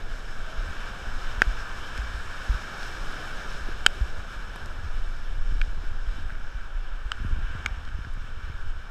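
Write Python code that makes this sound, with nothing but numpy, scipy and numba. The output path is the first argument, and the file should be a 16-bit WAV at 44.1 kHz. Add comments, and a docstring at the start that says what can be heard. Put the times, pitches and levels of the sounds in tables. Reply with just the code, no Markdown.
"""In a flooded street a bus ploughs past a microphone in a hard housing; its bow wave rushes up and spreads out.
The wake is filtered noise and gliding bubble tones, coloured by the resonances of the housing.
Raindrops strike the housing and set its modes ringing as damped sines.
Wind presses on the microphone port as band-passed noise and pulses, with damped swings for thumps and flaps.
Under the rush a diesel hums faintly: a firing tone with its octave, and a brief rising whine."""
import sys
import numpy as np
from scipy import signal
from scipy.fft import rfft, irfft, next_fast_len
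from scipy.io import wavfile
from scipy.ndimage import uniform_filter1d
from numba import njit

SR = 44100
rng = np.random.default_rng(int(sys.argv[2]) if len(sys.argv) > 2 else 0)


def store_pcm(level_fs):
    """Save levels as 16-bit WAV."""
    pcm = np.round(np.clip(level_fs, -1, 1) * 32767).astype(np.int16)
    wavfile.write(sys.argv[1], SR, np.atleast_2d(pcm).T)


N = 392490

# resonances of the housing shell: centre_hz, width_hz, gain_db
HOUSING_MODES = [(1393, 246, -6), (1555, 182, 1), (1690, 193, 0.5), (2337, 90, 0.5), (2716, 510, -7.5),
                 (3100, 190, 0.5), (3720, 570, 3.5), (4220, 550, -0.5), (5360, 550, 9.5), (6560, 1240, 4),
                 (7950, 960, 4), (10230, 2900, -0.5), (11270, 530, 0.5), (13870, 1830, 15)]


def undb(db):
    """Decibels to amplitude ratio: 20 dB is a factor of ten."""
    return 10 ** (np.asarray(db) / 20)


def unit(x):
    """Normalisation to an rms of 1, so that a level in dB can then be applied."""
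    return x / np.sqrt(np.mean(x ** 2))


def curves(table):
    """Linear interpolation in time: each column of a table becomes a curve."""
    time_s, *columns = np.transpose(table)
    return [np.interp(np.arange(N) / SR, time_s, column) for column in columns]


def resonance(x, hz, width_hz):
    """Simple resonator: a two-pole band-pass with gain 1 at the centre."""
    return signal.lfilter(*signal.iirpeak(hz, hz / width_hz, fs=SR), x)


def band(x, low_hz, high_hz, order=2):
    """Band limitation by a Butterworth band-pass."""
    return signal.sosfilt(signal.butter(order, (low_hz, high_hz), "bandpass", fs=SR, output="sos"), x)


def walk(rate_hz):
    """Slow random modulation: levels held for 1 / rate, slewed twice, with a spread near 1."""
    hold = int(SR / rate_hz)
    steps = np.repeat(rng.standard_normal(N // hold + 1), hold)
    slewed = uniform_filter1d(uniform_filter1d(steps, hold), hold)
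    return 0.76 * slewed[:N]


def diesel(octave_db=-14, waver_db=-3.0):
    """Periodic combustion: a wavering firing tone with its octave, and a gear-like whine."""
    # firing tone: time_s, pitch_hz, level_db
    firing = [(0, 110, -58), (1.2, 108.1, -57), (1.7, 102.1, -53), (3, 106.1, -60), (4.4, 106.2, -62),
              (5.2, 103.6, -52), (6.5, 102.2, -79), (8.9, 100.7, -57)]
    # faint rising whine as the bus pulls through the turn: time_s, pitch_hz, level_db
    whine_track = [(0, 628, -75), (.3, 630, -77), (.48, 642, -53), (.62, 670, -65), (.72, 693, -63),
                   (.98, 714, -60), (1.2, 720, -64), (1.5, 740, -92)]

    firing_hz, firing_db = curves(firing)
    phase = 2 * np.pi * np.cumsum(firing_hz) / SR
    tone = np.sin(phase) * undb(waver_db * walk(4.1))
    tone = tone + undb(octave_db + waver_db * walk(2.5)) * np.sin(2 * phase)

    whine_hz, whine_db = curves(whine_track)
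    wavering_hz = whine_hz * (1 + .006 * walk(12.9))
    whine = np.sin(2 * np.pi * np.cumsum(wavering_hz) / SR) * undb(whine_db + 5.2 * walk(20.5))
    # a sine of amplitude sqrt(2) has an rms of 1
    return np.sqrt(2) * (undb(firing_db) * tone + whine)


def wind(rumble_hz=(9.2, 27.2), drift_hz=(3.5, 11.0), drift_db=-5, gusty_db=2.5,
         eddies_per_s=140, eddy_db=5.0, flutter_hz=(33.5, 84), edge_hz=(128, 260), edge_db=-17, fitful_db=5.0):
    """Turbulent pressure: eddies make a deep rumble, and a flutter of separate shoves with sharper edges."""
    # wind on the port: time_s, rumble_db, flutter_db
    wind_levels = [(0, -29.5, -50), (.6, -37, -44.5), (1.3, -30, -44), (1.7, -34, -51),
                   (2.12, -32.5, -36.5), (2.35, -37, -49.5), (3.3, -32, -48.5), (3.55, -31.5, -41),
                   (4.2, -34.5, -45.5), (4.5, -36.5, -46), (4.8, -30.5, -38), (5.15, -29, -48.5),
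                   (5.55, -24.5, -37.5), (5.9, -28, -45), (6.3, -28, -43), (6.62, -30.5, -51),
                   (7.1, -33.5, -44), (7.38, -25.5, -32), (7.65, -37, -39.5), (8.2, -30.5, -38.5),
                   (8.65, -30.5, -40.5), (8.9, -36.5, -47)]
    rumble_db, flutter_db = curves(wind_levels)
    gusts, fits = walk(30), walk(22)

    buffet, drift = rng.standard_normal((2, N))
    rumble = unit(band(buffet, *rumble_hz, order=3)) + undb(drift_db) * unit(band(drift, *drift_hz))

    chance, side, size = rng.random((3, N))
    # the sizes are exponentially spread in dB, with a ceiling
    strength = undb(np.minimum(-eddy_db * np.log(size), 11))
    shoves = (chance < eddies_per_s / SR) * np.sign(side - .5) * strength
    flutter = unit(band(shoves, *flutter_hz, order=3)) + undb(edge_db) * unit(band(shoves, *edge_hz))

    rumble = undb(rumble_db + gusty_db * gusts) * rumble
    return rumble + undb(flutter_db + fitful_db * fits) * flutter


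def puffs(table, rise_cycles, delay_s):
    """Damped oscillation: each blow of air builds up, then swings the membrane as it decays."""
    out = np.zeros(N + SR)
    for time_s, peak_db, hz, t60_s in table:
        t = np.arange(int(2 * t60_s * SR)) / SR
        build_up = 1 - np.exp(-t * hz / rise_cycles)
        decay = 1000 ** (-t / t60_s)
        swing = build_up * decay * np.sin(2 * np.pi * hz * t)
        start = int((time_s + delay_s) * SR)
        out[start:][:len(t)] += undb(peak_db) * swing / np.abs(swing).max()
    return out[:N]


def thumps():
    """Impulsive wind pressure: gusts set the membrane swinging at low pitch."""
    # gust thumps, each begun a fixed delay after its time: time_s, peak_db, pitch_hz, t60_s
    gust_thumps = [(.1, -27, 26, 0.34), (.575, -19, 29, 0.23), (1.065, -25, 35.7, .1),
                   (1.375, -23, 50.4, 0.061), (1.465, -16.5, 40.4, 0.18), (1.983, -20.5, 52.6, 0.18),
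                   (2.14, -22, 44.8, 0.12), (2.491, -13, 47, 0.11), (2.54, -19, 45, 0.083),
                   (3.605, -24, 45, 0.075), (4.006, -15, 51.3, 0.12), (4.36, -24, 30, 0.14),
                   (4.94, -19, 24, 0.3), (5.405, -27, 36, 0.11), (5.49, -19, 33, 0.24),
                   (5.675, -21, 38.4, 0.072), (6.07, -18, 30.2, 0.27), (6.25, -22, 31.6, 0.13),
                   (6.545, -21, 35.4, 0.12), (6.745, -19.5, 25.4, 0.24), (6.915, -24, 25.8, 0.17),
                   (7.05, -24, 45.6, 0.13), (7.199, -18, 35.6, 0.038), (7.319, -20.5, 39.5, .07),
                   (7.366, -24, 45, 0.055), (7.428, -18.5, 28.3, 0.16), (7.705, -20.5, 40, .1),
                   (8.43, -24, 36, .1), (8.67, -23.5, 24.8, 0.23)]
    return puffs(gust_thumps, rise_cycles=0.26, delay_s=0.0031)


def flaps(snap_t60_s=0.015, body_hz=95, body_t60_s=0.045):
    """Superposed damped oscillations: a quick snap rides on a slower heave of the membrane."""
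    # flaps of air at the port, begun a fixed delay after their time: time_s, snap_db, snap_hz, body_db
    air_flaps = [(3.683, -30, 340, -46), (4.66, -45.5, 202, -30), (5.518, -42, 240, -29.5),
                 (5.832, -37, 280, -53), (6.179, -38, 242, -35), (6.318, -64, 200, -33),
                 (7.195, -43, 202, -34), (7.243, -30, 187, -23.5), (7.307, -41, 285, -29),
                 (7.383, -44, 240, -28), (7.438, -47, 234, -37), (7.547, -51, 208, -24),
                 (7.984, -46, 202, -27), (8.065, -41, 226, -31), (8.17, -55, 200, -29),
                 (8.238, -52, 242, -33), (8.388, -42, 215, -43), (8.494, -53, 261, -27)]
    snaps = [(time_s, snap_db, snap_hz, snap_t60_s) for time_s, snap_db, snap_hz, _ in air_flaps]
    bodies = [(time_s, body_db, body_hz, body_t60_s) for time_s, *_, body_db in air_flaps]
    heard_snaps = puffs(snaps, rise_cycles=0.38, delay_s=0.00474)
    return heard_snaps + puffs(bodies, rise_cycles=0.059, delay_s=0.00443)


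def drops(low_fall_db_per_octave=55, reach_octaves=0.13, soft_hz=12000, stiff_share=0.6,
          rise_s=.00014, contact_damping=0.17, lead_rad=0.061, rebound_s=0.00274,
          rim_hz=4830, rim_width_hz=240, tick_hz=13200, tick_width_hz=900,
          linger_hz=3640, linger_width_hz=60, linger_db=-32,
          thud_hz=(230, 470, 860), thud_width_hz=(320, 360, 480), thud_tilt_db=(-5., -1., 6.)):
    """Modal excitation: a drop drives the shell while it flattens, then the modes ring out."""
    # raindrops; where one lands favours a low, a middle and a treble group of resonances: time_s,
    # low_hz, low_db, middle_hz, middle_db, middle_fall_db_per_octave,
    # treble_hz, treble_db, treble_fall_db_per_octave, rim_db, thud_db, tick_db,
    # contact_s, added_damping_hz, rebound_db (re the first blow, at 3 kHz)
    raindrops = [(1.4191, 1560, -1, 2530, -13, 16, 5330, -20.5, 7, -20.5, -15.5, -46, 0.00043, 60, -14),
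                 (1.977, 1580, -38, 2350, -34, 42, 5000, -35, 10, -55, -52, -70, 0.0015, 90, -30),
                 (2.8296, 1500, -38, 2420, -38, 42, 4220, -34, 11, -50, -41, -70, 0.0019, 90, -30),
                 (3.8634, 1532, -3, 3047, -0.5, 42, 7040, -4.5, 38, -16, -21, -38, 0.0026, 120.4, -31),
                 (4.56, 1420, -39, 2350, -43, 42, 10000, -37, 20, -55, -35.5, -58, 0.0015, 90, -30),
                 (4.659, 1500, -42, 3650, -44, 42, 6000, -38, 10, -55, -50, -62, 0.0012, 90, -30),
                 (5.615, 1540, -23.5, 2440, -19.5, 33, 7950, -42, 17, -50, -57, -56, 0.0022, 90, -22),
                 (6.2962, 1540, -35, 2400, -50, 42, 5000, -62, 12, -65, -60, -75, 0.003, 90, -30),
                 (6.304, 1510, -31, 2400, -55, 42, 5000, -62, 12, -65, -62, -75, 0.004, 90, -30),
                 (6.353, 1530, -34.5, 2400, -55, 42, 5000, -62, 12, -65, -62, -75, 0.004, 90, -30),
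                 (7.118, 1375, -15, 3030, -16.5, 55, 7500, -27.5, 44, -34, -51, -52, 0.002, 240, -28),
                 (7.6609, 1500, -16.5, 2190, -10.5, 39, 6650, -23, 34, -44, -36, -46, 0.0021, 240.7, -22),
                 (7.851, 1500, -46, 3600, -42, 25, 6000, -50, 12, -55, -65, -75, 0.0015, 90, -30),
                 (7.877, 1550, -36, 2700, -43, 25, 5000, -56, 12, -65, -65, -75, 0.002, 90, -30),
                 (7.888, 1550, -43, 3000, -41, 25, 6000, -54, 12, -65, -65, -75, 0.002, 90, -30),
                 (8.048, 1570, -35, 2400, -60, 42, 5000, -65, 12, -65, -60, -75, 0.004, 90, -30),
                 (8.1375, 1570, -42, 3100, -56, 42, 9500, -47, 18, -60, -53, -65, .0014, 90, -30)]
    heard = np.zeros(N + SR)
    t = np.arange(2048) / SR
    pad = 64  # samples ahead of the blow, room for the two-way filter
    rebound = pad + int(rebound_s * SR)
    mode_hz, mode_width_hz, _ = np.transpose(HOUSING_MODES)

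    for time_s, low_hz, low_db, *groups, rim_db, thud_db, tick_db, contact_s, damp_hz, rebound_db in raindrops:
        shell, thud = np.zeros((2, 2 * len(t) + pad))
        all_groups = np.reshape([low_hz, low_db, low_fall_db_per_octave, *groups], (-1, 3))
        centre_hz, top_db, fall_db = all_groups.T
        # each mode rings by its nearness to the favoured groups
        octaves = np.log2(centre_hz / mode_hz[:, None])
        gains = np.linalg.norm(undb(top_db - fall_db * np.abs(octaves)), axis=1)
        # a soft drop hardly stirs the highest resonances
        gains = gains / (1 + (mode_hz / soft_hz) ** 4)
        # the water on the shell damps it and draws the nearest resonances toward the favoured pitches
        pull_octaves = np.sum(octaves * np.exp(-(octaves / reach_octaves) ** 2), axis=1)
        drawn_hz = mode_hz * 2 ** pull_octaves

        modes = [(shell, *mode) for mode in zip(drawn_hz, mode_width_hz + damp_hz, gains)]
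        modes += [(shell, rim_hz, rim_width_hz, undb(rim_db))]
        modes += [(shell, tick_hz, tick_width_hz, undb(tick_db))]
        # one narrow resonance lingers after the others, its level set by the middle group
        modes += [(shell, linger_hz, linger_width_hz, undb(top_db[1] + linger_db))]
        modes += [(thud, hz, width_hz, undb(thud_db + tilt_db))
                  for hz, width_hz, tilt_db in zip(thud_hz, thud_width_hz, thud_tilt_db)]

        chance = rng.standard_normal((len(modes), 2))
        # during contact the decay runs at only a share of its later rate
        decay_time = t - (1 - contact_damping) * np.minimum(t, contact_s)
        rise = 1 - np.exp(-(t / rise_s) ** 2)
        for (out, hz, width_hz, gain), (detune, slip) in zip(modes, chance):
            envelope = rise * np.exp(-np.pi * width_hz * decay_time)
            # higher resonances start less in step
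            phase = 2 * np.pi * hz * (1 + 0.008 * detune) * t + lead_rad + slip * hz / 20000
            ring = gain * envelope * np.sin(phase)
            # the shell is first pushed inward, hence the minus sign
            out[pad:][:len(t)] -= ring
            # a smaller droplet falls back: a second, brighter tick
            out[rebound:][:len(t)] -= ring * min(undb(rebound_db) * np.sqrt(hz / 3000), 1)

        # below the low group the stiff shell stays quiet
        stiff = signal.butter(2, stiff_share * low_hz, "high", fs=SR)
        heard[int(time_s * SR) - pad:][:len(thud)] += signal.filtfilt(*stiff, shell) + thud
    return heard[:N]


def housing(x, direct_db=-2, direct_hz=1100):
    """Modal transmission: the shell passes the bass and rings at its resonances; between them they cancel."""
    direct = undb(direct_db) * signal.lfilter(*signal.butter(1, direct_hz, fs=SR), x)
    return direct + sum(undb(db) * resonance(x, hz, width_hz) for hz, width_hz, db in HOUSING_MODES)


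@njit
def grains(start, hz, cycles, size, glide, n, sr):
    """Bubble resonance: damped sines that glide upward, as bubbles do when they near the surface."""
    out = np.zeros(n)
    for g in range(len(start)):
        length = int(cycles[g] * sr / hz[g])
        phase = 0.
        for i in range(min(3 * length, n - start[g])):
            phase += 2 * np.pi * hz[g] * (1 + glide * i / length) / sr
            out[start[g] + i] += size[g] * np.exp(-2 * i / length) * np.sin(phase)
    return out


def wake(bubble_count=30000, bubble_db=-12, scatter_db=1.0, slosh_db=0.73, flicker_db=1.1, splash_db=1.18):
    """Turbulent water: hiss and a crowd of bubbles, in bands that slosh together and flicker alone."""
    # the wake: time_s, rush_db, churn_db
    wake_levels = [(0, -44.5, -47), (.35, -44, -47.5), (.82, -40.5, -45.5), (1.3, -40.5, -46.5),
                   (2.35, -39.5, -47), (2.52, -39.5, -46.5), (2.73, -39, -44), (3.2, -39.5, -44.5),
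                   (3.64, -42, -46), (4.1, -44, -47.5), (4.59, -43.5, -48.5), (4.95, -45.5, -50),
                   (6.15, -48, -53), (6.32, -47, -51), (6.5, -47, -52), (7.1, -46.5, -53.5),
                   (7.35, -44.5, -54), (7.6, -42.5, -51.5), (8.0, -47.5, -55), (8.9, -47.5, -54.5)]
    # fine spray hiss, which swells as the bus comes abreast and then fades: time_s, level_db
    spray_levels = [(0.0, -55.5), (0.45, -55), (0.79, -53), (1.83, -52), (3.02, -50), (4.04, -55),
                    (6.72, -61), (7.46, -59.5), (8.9, -62)]
    # spectral density of the water before the housing: frequency_hz, relative_db
    water_spectrum = [(120, 2), (300, -5), (700, -2), (1500, -4.5), (3000, -15), (6000, -23.5),
                      (9000, -30.5), (12000, -38.5), (15000, -56.5)]
    rush_db, churn_db = curves(wake_levels)
    spray_db, = curves(spray_levels)

    when, pitch, strength, duration = rng.random((bubble_count, 4)).T
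    bubble_hz = 300 * 30 ** pitch
    # higher bubbles are shorter, so they are struck harder to keep the crowd's spectrum flat
    size = undb(np.minimum(-scatter_db * np.log(strength), 9)) * bubble_hz / 1000
    start = (when * N).astype(np.int64)
    bubbles = grains(start, bubble_hz, 2 + 5 * duration, size, 0.26, N, SR)
    water = rng.standard_normal(N) + undb(bubble_db) * unit(bubbles)

    length = next_fast_len(N)
    spectrum = rfft(water, length)
    octave = np.log2(np.arange(len(spectrum)) * SR / length + 1)  # octaves above 1 Hz
    table_hz, table_db = np.transpose(water_spectrum)
    spectrum *= undb(np.interp(octave, np.log2(table_hz), table_db))

    slosh, splash = walk(8.8), walk(30)
    parts = np.zeros((3, N))  # churn, rush, spray, from low to high
    # overlapping bands half an octave apart; those above 1 kHz also splash
    for centre in np.arange(6, 14.6, .5):
        mask = np.cos(np.pi * np.clip(octave - centre, -.5, .5)) ** 2
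        sway_db = slosh_db * slosh + flicker_db * walk(14) + splash_db * splash * (centre > 10)
        part = int(centre > 9.9) + int(centre > 11.6)
        parts[part] += undb(sway_db) * irfft(spectrum * mask, length)[:N]

    churn, rush, spray = (unit(housing(part)) for part in parts)
    return undb(churn_db) * churn + undb(rush_db) * rush + undb(spray_db) * spray


def scene():
    """Linear superposition of all sources on one channel."""
    return (wake() + wind() + thumps() + flaps() + drops() + diesel())[None]


def record(dry, ceiling=.94, top_hz=15250):
    """Saturation and band limit: the converter rounds off peaks near full scale; the top is cut."""
    soft = dry / (1 + np.abs(dry / ceiling) ** 5) ** .2
    return signal.sosfilt(signal.ellip(10, .2, 80, top_hz, fs=SR, output="sos"), soft)


dry = scene()
out = record(dry)
store_pcm(out)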